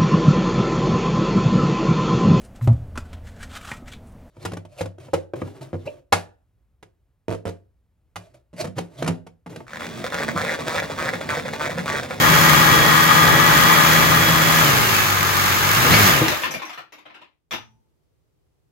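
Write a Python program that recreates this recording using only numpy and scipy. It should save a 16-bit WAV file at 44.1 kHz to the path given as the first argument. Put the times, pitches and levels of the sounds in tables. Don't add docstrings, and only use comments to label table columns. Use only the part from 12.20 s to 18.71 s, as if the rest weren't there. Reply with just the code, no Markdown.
import sys
import numpy as np
from scipy import signal
from scipy.fft import rfft, irfft, next_fast_len
from scipy.io import wavfile
from scipy.ndimage import uniform_filter1d

SR = 44100
rng = np.random.default_rng(int(sys.argv[2]) if len(sys.argv) > 2 else 0)


def field_ratio(decibels):
    return 10 ** (np.asarray(decibels, dtype=float) / 20)


def digitize_waveform(pressure):
    field = np.atleast_2d(pressure).T
    bounded = np.clip(field, -1, 1)
    quanta = np.round(bounded * 32767).astype(np.int16)
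    wavfile.write(sys.argv[1], SR, quanta)


N = 287091
TIME = np.arange(N) / SR
SURGE_S, BURST_S, RELEASE_S, STOP_S = 3.67, 3.75, 3.88, 4.26


def unit(x):
    return x / np.sqrt(np.mean(x ** 2))


def stereo(left, right):
    return np.array([[left], [right]])


def colour(x, hz, db):
    size = next_fast_len(x.shape[-1] + 4096)
    log_hz = np.log(np.arange(size // 2 + 1) * SR / size + 1)
    gain = field_ratio(np.interp(log_hz, np.log(hz), db))
    return irfft(rfft(x, size) * gain, size)[..., :x.shape[-1]]


def band(x, hz, width_hz):
    return signal.lfilter(*signal.iirpeak(hz, hz / width_hz, SR), x)


def walk(rate_hz):
    hold = int(SR / rate_hz)
    steps = np.repeat(rng.standard_normal(N // hold + 1), hold)
    return 1.3 * uniform_filter1d(uniform_filter1d(steps, hold), hold)[:N]


def ramp(start_s, length_s):
    return np.clip((TIME - start_s) / length_s, 0, 1)


def ports(make, shared, lag=20):
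    shared = np.clip(shared, 0, 1)
    direct = make()
    return np.array([np.sqrt(shared) * np.roll(direct, k) + np.sqrt(1 - shared) * make() for k in (lag, 0)])


# (frequency [Hz], level [dB per Hz])
HUSH_SPECTRUM = [(18, -39), (30, -9), (93, -9), (165, -10.5), (183, -25), (392, -19), (566, -26.5),
                 (1660, -38.5), (10900, -46), (15800, -47)]


def hush():
    noise = unit(colour(rng.standard_normal((2, N)), *np.transpose(HUSH_SPECTRUM)))
    return noise * field_ratio(-68 + 1.5) * field_ratio(np.interp(TIME, [5.28, 5.5], [-8, 0]))


def room(x):
    t60_s, treble_t60_s, rise_s, level_db = 0.23, 0.18, 0.0021, -1.5
    t = TIME[:SR // 2]
    noise = rng.standard_normal((2, len(t)))
    low = colour(noise, [5000, 9000], [0, -30])
    tail = low * field_ratio(-60 * t / t60_s) + (noise - low) * field_ratio(-60 * t / treble_t60_s)
    tail = tail * (1 - np.exp(-t / rise_s))
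    tail = tail / np.sqrt(np.sum(tail ** 2, axis=1, keepdims=True))
    return field_ratio(level_db) * signal.fftconvolve(x, tail, axes=1)[:, :N]


# (time [s], frequency [Hz], level [dB], T60 [s])
SINGING_PARTS = [(4.025, 3774, -25, .08), (4.29, 150, -41, .17), (4.307, 5950, -35, .2),
                 (4.362, 150, -34, .1), (4.43, 310, -48, .55), (4.45, 5860, -41, .2),
                 (4.581, 150, -55, .26), (4.728, 305, -58, .8), (4.861, 307, -59, .5),
                 (4.951, 312, -62, .5), (5.31, 5900, -40, .34), (5.329, 220, -50, .7),
                 (5.33, 115, -46, .75), (5.331, 880, -52, .65)]


def rings():
    out, t = np.zeros((2, N)), TIME[:SR // 2]
    for s, hz, db, t60_s in SINGING_PARTS:
        wander = np.cumsum(rng.standard_normal((2, len(t))), axis=1)
        wander = wander * np.sqrt(2 * np.pi * (5 + hz / 70) / SR)
        song = np.sqrt(2) * np.sin(2 * np.pi * hz * t + wander)
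        i = int(s * SR)
        out[:, i:i + len(t)] += song * field_ratio(db - 60 * t / t60_s) * np.clip(t / 0.0055, 0, 1)
    return out


# (time [s], level [dB], hold [s], fade [dB per s])
SHOWERS_OF_BRICKS = [
    (3.9, -15, 0.15, 68),
    (4.728, -46, .01, 88.5),
    (4.856, -46, 0.15, 249.5),
]
# (frequency [Hz], level [dB per Hz])
BRICK_CLICK = [(80, -23), (150, -9.5), (310, 0.5), (450, -4), (1100, -3), (1700, -6), (2400, -4),
               (3300, -9), (4300, -14), (6000, -16.5), (7200, -20.5), (8800, -36.5), (11600, -21.5),
               (15800, -31)]


def skitter():
    gain = 0
    for s, db, hold_s, fade_db in SHOWERS_OF_BRICKS:
        fade = field_ratio(db - fade_db * np.clip(TIME - s - hold_s, 0, 1))
        gain = gain + (TIME > s) * fade * (TIME < s + 1)
    ticks = (rng.random((2, N)) < 200 / SR) * rng.standard_normal((2, N))
    ticks = colour(colour(ticks, *np.transpose(BRICK_CLICK)), [4000, 8000], [0, -16])
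    return unit(ticks) * gain * field_ratio(-14.5 + stereo(1, -1))


# (time [s], peak level [dB], ring [Hz], treble [dB])
LOOSE_BRICKS = [(1.519, -14, 1920, 22), (2.039, -25, 1930, 5), (3.716, -12.5, 1670, 0),
                (3.739, -10.5, 2250, 2), (3.877, -12.5, 2220, 7), (4.082, -13, 4100, 6),
                (4.116, -17, 643, -3), (4.218, -25, 1720, 4), (4.235, -15, 1810, -7.5),
                (4.244, -25, 1190, -2), (4.269, -24.5, 1820, -2), (4.308, -23.5, 930, 9),
                (4.339, -20, 2290, 3), (4.369, -41, 2340, 14), (4.394, -30, 2290, -26),
                (4.419, -23.5, 1080, -7), (4.449, -32, 2520, 3), (4.478, -35, 1920, -2),
                (4.494, -28, 1240, -2), (4.53, -31, 1700, 1), (4.576, -27, 1350, -2),
                (4.722, -35.5, 2200, 0), (4.78, -41.5, 980, -1), (4.854, -36.5, 526, -37),
                (4.898, -41, 900, -30), (4.943, -37, 1320, -27.5), (5.013, -39, 1000, -29),
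                (5.309, -23.5, 3400, -1), (5.318, -21.5, 850, -1.5), (5.334, -20.5, 3500, -3.5)]


def debris():
    near, far, t = np.zeros((2, N + 4096)), np.zeros((4, 2, N + 4096)), TIME[:4096]
    hz, db = np.transpose(BRICK_CLICK)
    for k, (s, peak_db, ring_hz, treble_db) in enumerate(LOOSE_BRICKS):
        crack = rng.standard_normal(len(t)) * field_ratio(-60 * t / 0.026)
        thud_db = -7 + 0.53 * (peak_db + 25)
        tilt = np.interp(hz, [350, 600, 3800, 8000], [thud_db, 0, 0, treble_db])
        hit = unit(colour(crack, hz, db + tilt)) + field_ratio(-11) * unit(band(crack, ring_hz, 150))
        hit = field_ratio(peak_db - 13 + stereo(1.75, -1.75)) * hit
        i = int(s * SR)
        far[k % len(far), :, i:i + len(t)] += hit
        direct = field_ratio(.45 * peak_db + 6.5 - 60 * t / .018) * np.clip(t / .001, 0, 1)
        near[:, i:i + len(t)] += hit * direct
    return near[:, :N] + sum(room(place[:, :N] + skitter()) for place in far)


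# (time [s], level [dB])
HEAVY_PARTS = [
    (3.727, -28),
    (4.013, -9.5),
    (4.0318, -18),
]
# (frequency [Hz], level [dB], T60 [s])
WOOD_MODES = [(140, 0, .085), (320, -3, .15), (500, -1, .06), (590, -5, .045)]


def landings():
    out, t = np.zeros(N + 8192), TIME[:8192]
    knock = sum(field_ratio(db - 60 * t / t60_s) * np.sin(2 * np.pi * hz * t) for hz, db, t60_s in WOOD_MODES)
    knock = knock * np.clip(t / 0.0047, 0, 1)
    for s, db in HEAVY_PARTS:
        i = int(s * SR)
        out[i:i + len(t)] += field_ratio(db) * knock
    return out[:N] * field_ratio(stereo(1, -1))


# (time [s], piston beat [Hz])
BEAT_SPEED = [(0, 78.5), (.12, 79.6), (.85, 79.9), (1.17, 80.5), (2.05, 80), (2.41, 80.6), (2.525, 66),
              (2.63, 55.8), (2.75, 51), (3.08, 47.5), (3.45, 47.4), (3.56, 53), (3.62, 61), (3.69, 67),
              (3.72, 94), (3.745, 108), (3.85, 102), (3.905, 82)]


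def speed():
    s, hz = np.transpose(BEAT_SPEED)
    return np.interp(TIME, s, hz) * np.exp(-np.clip(TIME - s[-1], 0, None) / .37)


def loudness(beat_hz, full_speed_db, per_octave_db, fade_db_s):
    octaves = np.minimum(np.log2(beat_hz / 80), .08)
    return full_speed_db + per_octave_db * octaves - fade_db_s * np.clip(TIME - RELEASE_S, 0, None)


# (start [s], length [s], loss [dB])
LOST_PARTS = [
    (1.559, 0.58, -4),
    (3.72, .08, -0.5),
]


def missing():
    return sum(db * ramp(s, length_s) for s, length_s, db in LOST_PARTS)


def wobble(phase):
    late = TIME - 3.84
    db = -14 + np.where(late < 0, 82, -704) * late
    return field_ratio(np.clip(db, -120, 0)) * ramp(3.69, .03) * np.sin(phase)


def load():
    both = -5 * np.exp(-TIME / .1) - 25 * ramp(4.05, .1)
    fast = 6 * ramp(SURGE_S, .05) - 15 * ramp(BURST_S, .02) + 9 * ramp(RELEASE_S, .03)
    return both + 1.3 * missing() + 0.27 * fast, both + fast


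# (multiple of the beat, wobble share,
# low [Hz], high [Hz], left level [dB], right level [dB], left lag [samples])
GEAR_MESHES = [(24, .013, 1800, 2050, -25, -19, 23), (15.1, .007, 1150, 1300, -22, -34, 20),
               (41.7, .0012, 2680, 4600, -29.5, -25, 11), (52, .002, 2640, 2920, -32.5, -26.5, 11),
               (72.2, .001, 3300, 3600, -42, -36, 11), (20.9, .008, 1780, 2400, -18, -14, 20)]
# (frequency [Hz], level [dB])
HOUSING_RESPONSE = [(2450, 0), (2800, 4), (2950, -3), (3100, 2), (3230, -9), (3310, 0), (3500, -4),
                    (4600, 0)]


def whine(beat_hz):
    out, (slow_db, fast_db) = 0, load()
    for k, wobble_share, low_hz, high_hz, left_db, right_db, lag in GEAR_MESHES:
        hz = k * beat_hz
        outside_hz = np.clip(low_hz - hz, 0, None) + np.clip(hz - high_hz, 0, None)
        db = np.interp(hz, *np.transpose(HOUSING_RESPONSE)) - .12 * outside_hz + 2.1 * walk(50)
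        db = db + (fast_db if k > 40 else slow_db)
        tone = field_ratio(db) * np.sin(np.cumsum(2 * np.pi * hz * (1 + wobble_share * walk(60)) / SR))
        out = out + field_ratio(stereo(left_db, right_db)) * np.array([np.roll(tone, lag), tone])
    return out


def grit(phase, depth, half, spread_db, grain_count):
    size = field_ratio(spread_db * rng.exponential(size=N // grain_count + 1))
    size = np.repeat(size, grain_count)[:N]
    gate = np.exp(depth * np.cos(2 * phase) + half * np.cos(phase))
    return unit(rng.standard_normal(N) * size * gate)


# (frequency [Hz], left level [dB], right level [dB])
MOTOR_SPECTRUM = [(500, -26.5, -7.5), (1610, 0, 2), (2680, -5.5, -4), (3970, -9, -8), (6050, -10, -10),
                  (7000, -6, -12.5), (7000, -12.5, -10), (9070, -20, -18), (11640, -13, -14.5),
                  (11050, -4.5, -21), (12000, -8.5, -11), (14100, -10, -13.5), (16500, -17.5, -14)]


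def whirr(phase):
    hz, *sides = np.transpose(MOTOR_SPECTRUM)
    hiss = ports(lambda: grit(phase, 0.064, 0.12, 1.8, grain_count=40), 0.28)
    hiss = np.array([colour(h, hz, db) for h, db in zip(hiss, sides)])
    return unit(hiss) * field_ratio(walk(8.47))


# (multiple of the beat, left level [dB], right level [dB])
TABLE_BEATS = [(1, -27.5, -15.5), (2, 2, -6), (3, -9.5, -9.5), (4, -7, -12.5), (7, -17, -21),
               (7.18, -9, -22.5)]
# (frequency [Hz], level [dB])
TABLE_SHUDDER = [(25, -28.5), (45, -10), (90, -6.5), (150, 2.5), (220, -9), (320, -7.5), (480, -8.5),
                 (620, -9.5), (800, -14), (1100, -38.5)]


def rumble(phase):
    beats = 0
    for k, left_db, right_db in TABLE_BEATS:
        level = field_ratio(stereo(left_db, right_db) + 0.63 * walk(35))
        beats = beats + level * np.sin(k * phase + .3 * walk(25))
    shudder = ports(lambda: rng.standard_normal(N), 0.54, lag=0)
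    shudder = unit(colour(shudder, *np.transpose(TABLE_SHUDDER)))
    return unit(beats * field_ratio(1) + shudder * field_ratio(1.5 * walk(7.7)))


# (frequency [Hz], width [Hz], left level [dB], right level [dB])
BRICK_WALLS = [(874.5, 63, -0.5, -1.5), (1102, 190, 2.5, -15), (1211.6, 106, 5, -12.5),
               (1333, 45, 2.5, -10.5), (1480, 160, -3, -3.5), (1670, 85, 3, -14), (2290, 360, -7.5, -8.5),
               (3060, 760, -11.5, -13.5)]


def rattle(phase):
    taps = ports(lambda: grit(phase, 0.13, .1, 2.0, grain_count=20), 0.39)
    out = 0
    for hz, width_hz, left_db, right_db in BRICK_WALLS:
        wall = band(band(taps, hz, 1.43 * width_hz), hz, 1.43 * width_hz)
        out = out + field_ratio(stereo(left_db, right_db) + 0.26 * walk(16)) * wall
    return unit(out)


def scene():
    hz = speed()
    phase = np.cumsum(2 * np.pi * hz / SR)
    rattle_db = loudness(hz, -15, 4, 30) + missing() - 3 * np.exp(-TIME / .04)
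    rumble_db = loudness(hz, -20, 8, 20) - 1.5 * ramp(BURST_S, .05)
    rumble_db = rumble_db - 2 * np.clip(46 - hz, 0, None)
    motor_db = loudness(hz, -16.5, 3, 33)
    running = field_ratio(rattle_db) * rattle(phase) + field_ratio(rumble_db) * rumble(phase) + field_ratio(motor_db) * whirr(phase)
    running = running + whine(hz) + wobble(phase)
    running = running * field_ratio(-400 * np.clip(TIME - STOP_S, 0, 1))
    return running + debris() + rings() + landings() + hush()


def band_limit(x):
    return signal.sosfilt(signal.butter(12, 16970, fs=SR, output="sos"), x)


def record(dry):
    bass_cut = signal.butter(4, 48, "high", fs=SR, output="sos")
    top_cut = signal.ellip(10, .2, 70, 15800, fs=SR, output="sos")
    rounded = np.tanh(0.62 * signal.sosfilt(bass_cut, dry)) / 0.61
    mix = np.clip(signal.sosfilt(top_cut, rounded), -1, 1)
    return band_limit(mix)


dry = scene()
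out = record(dry)
digitize_waveform(out)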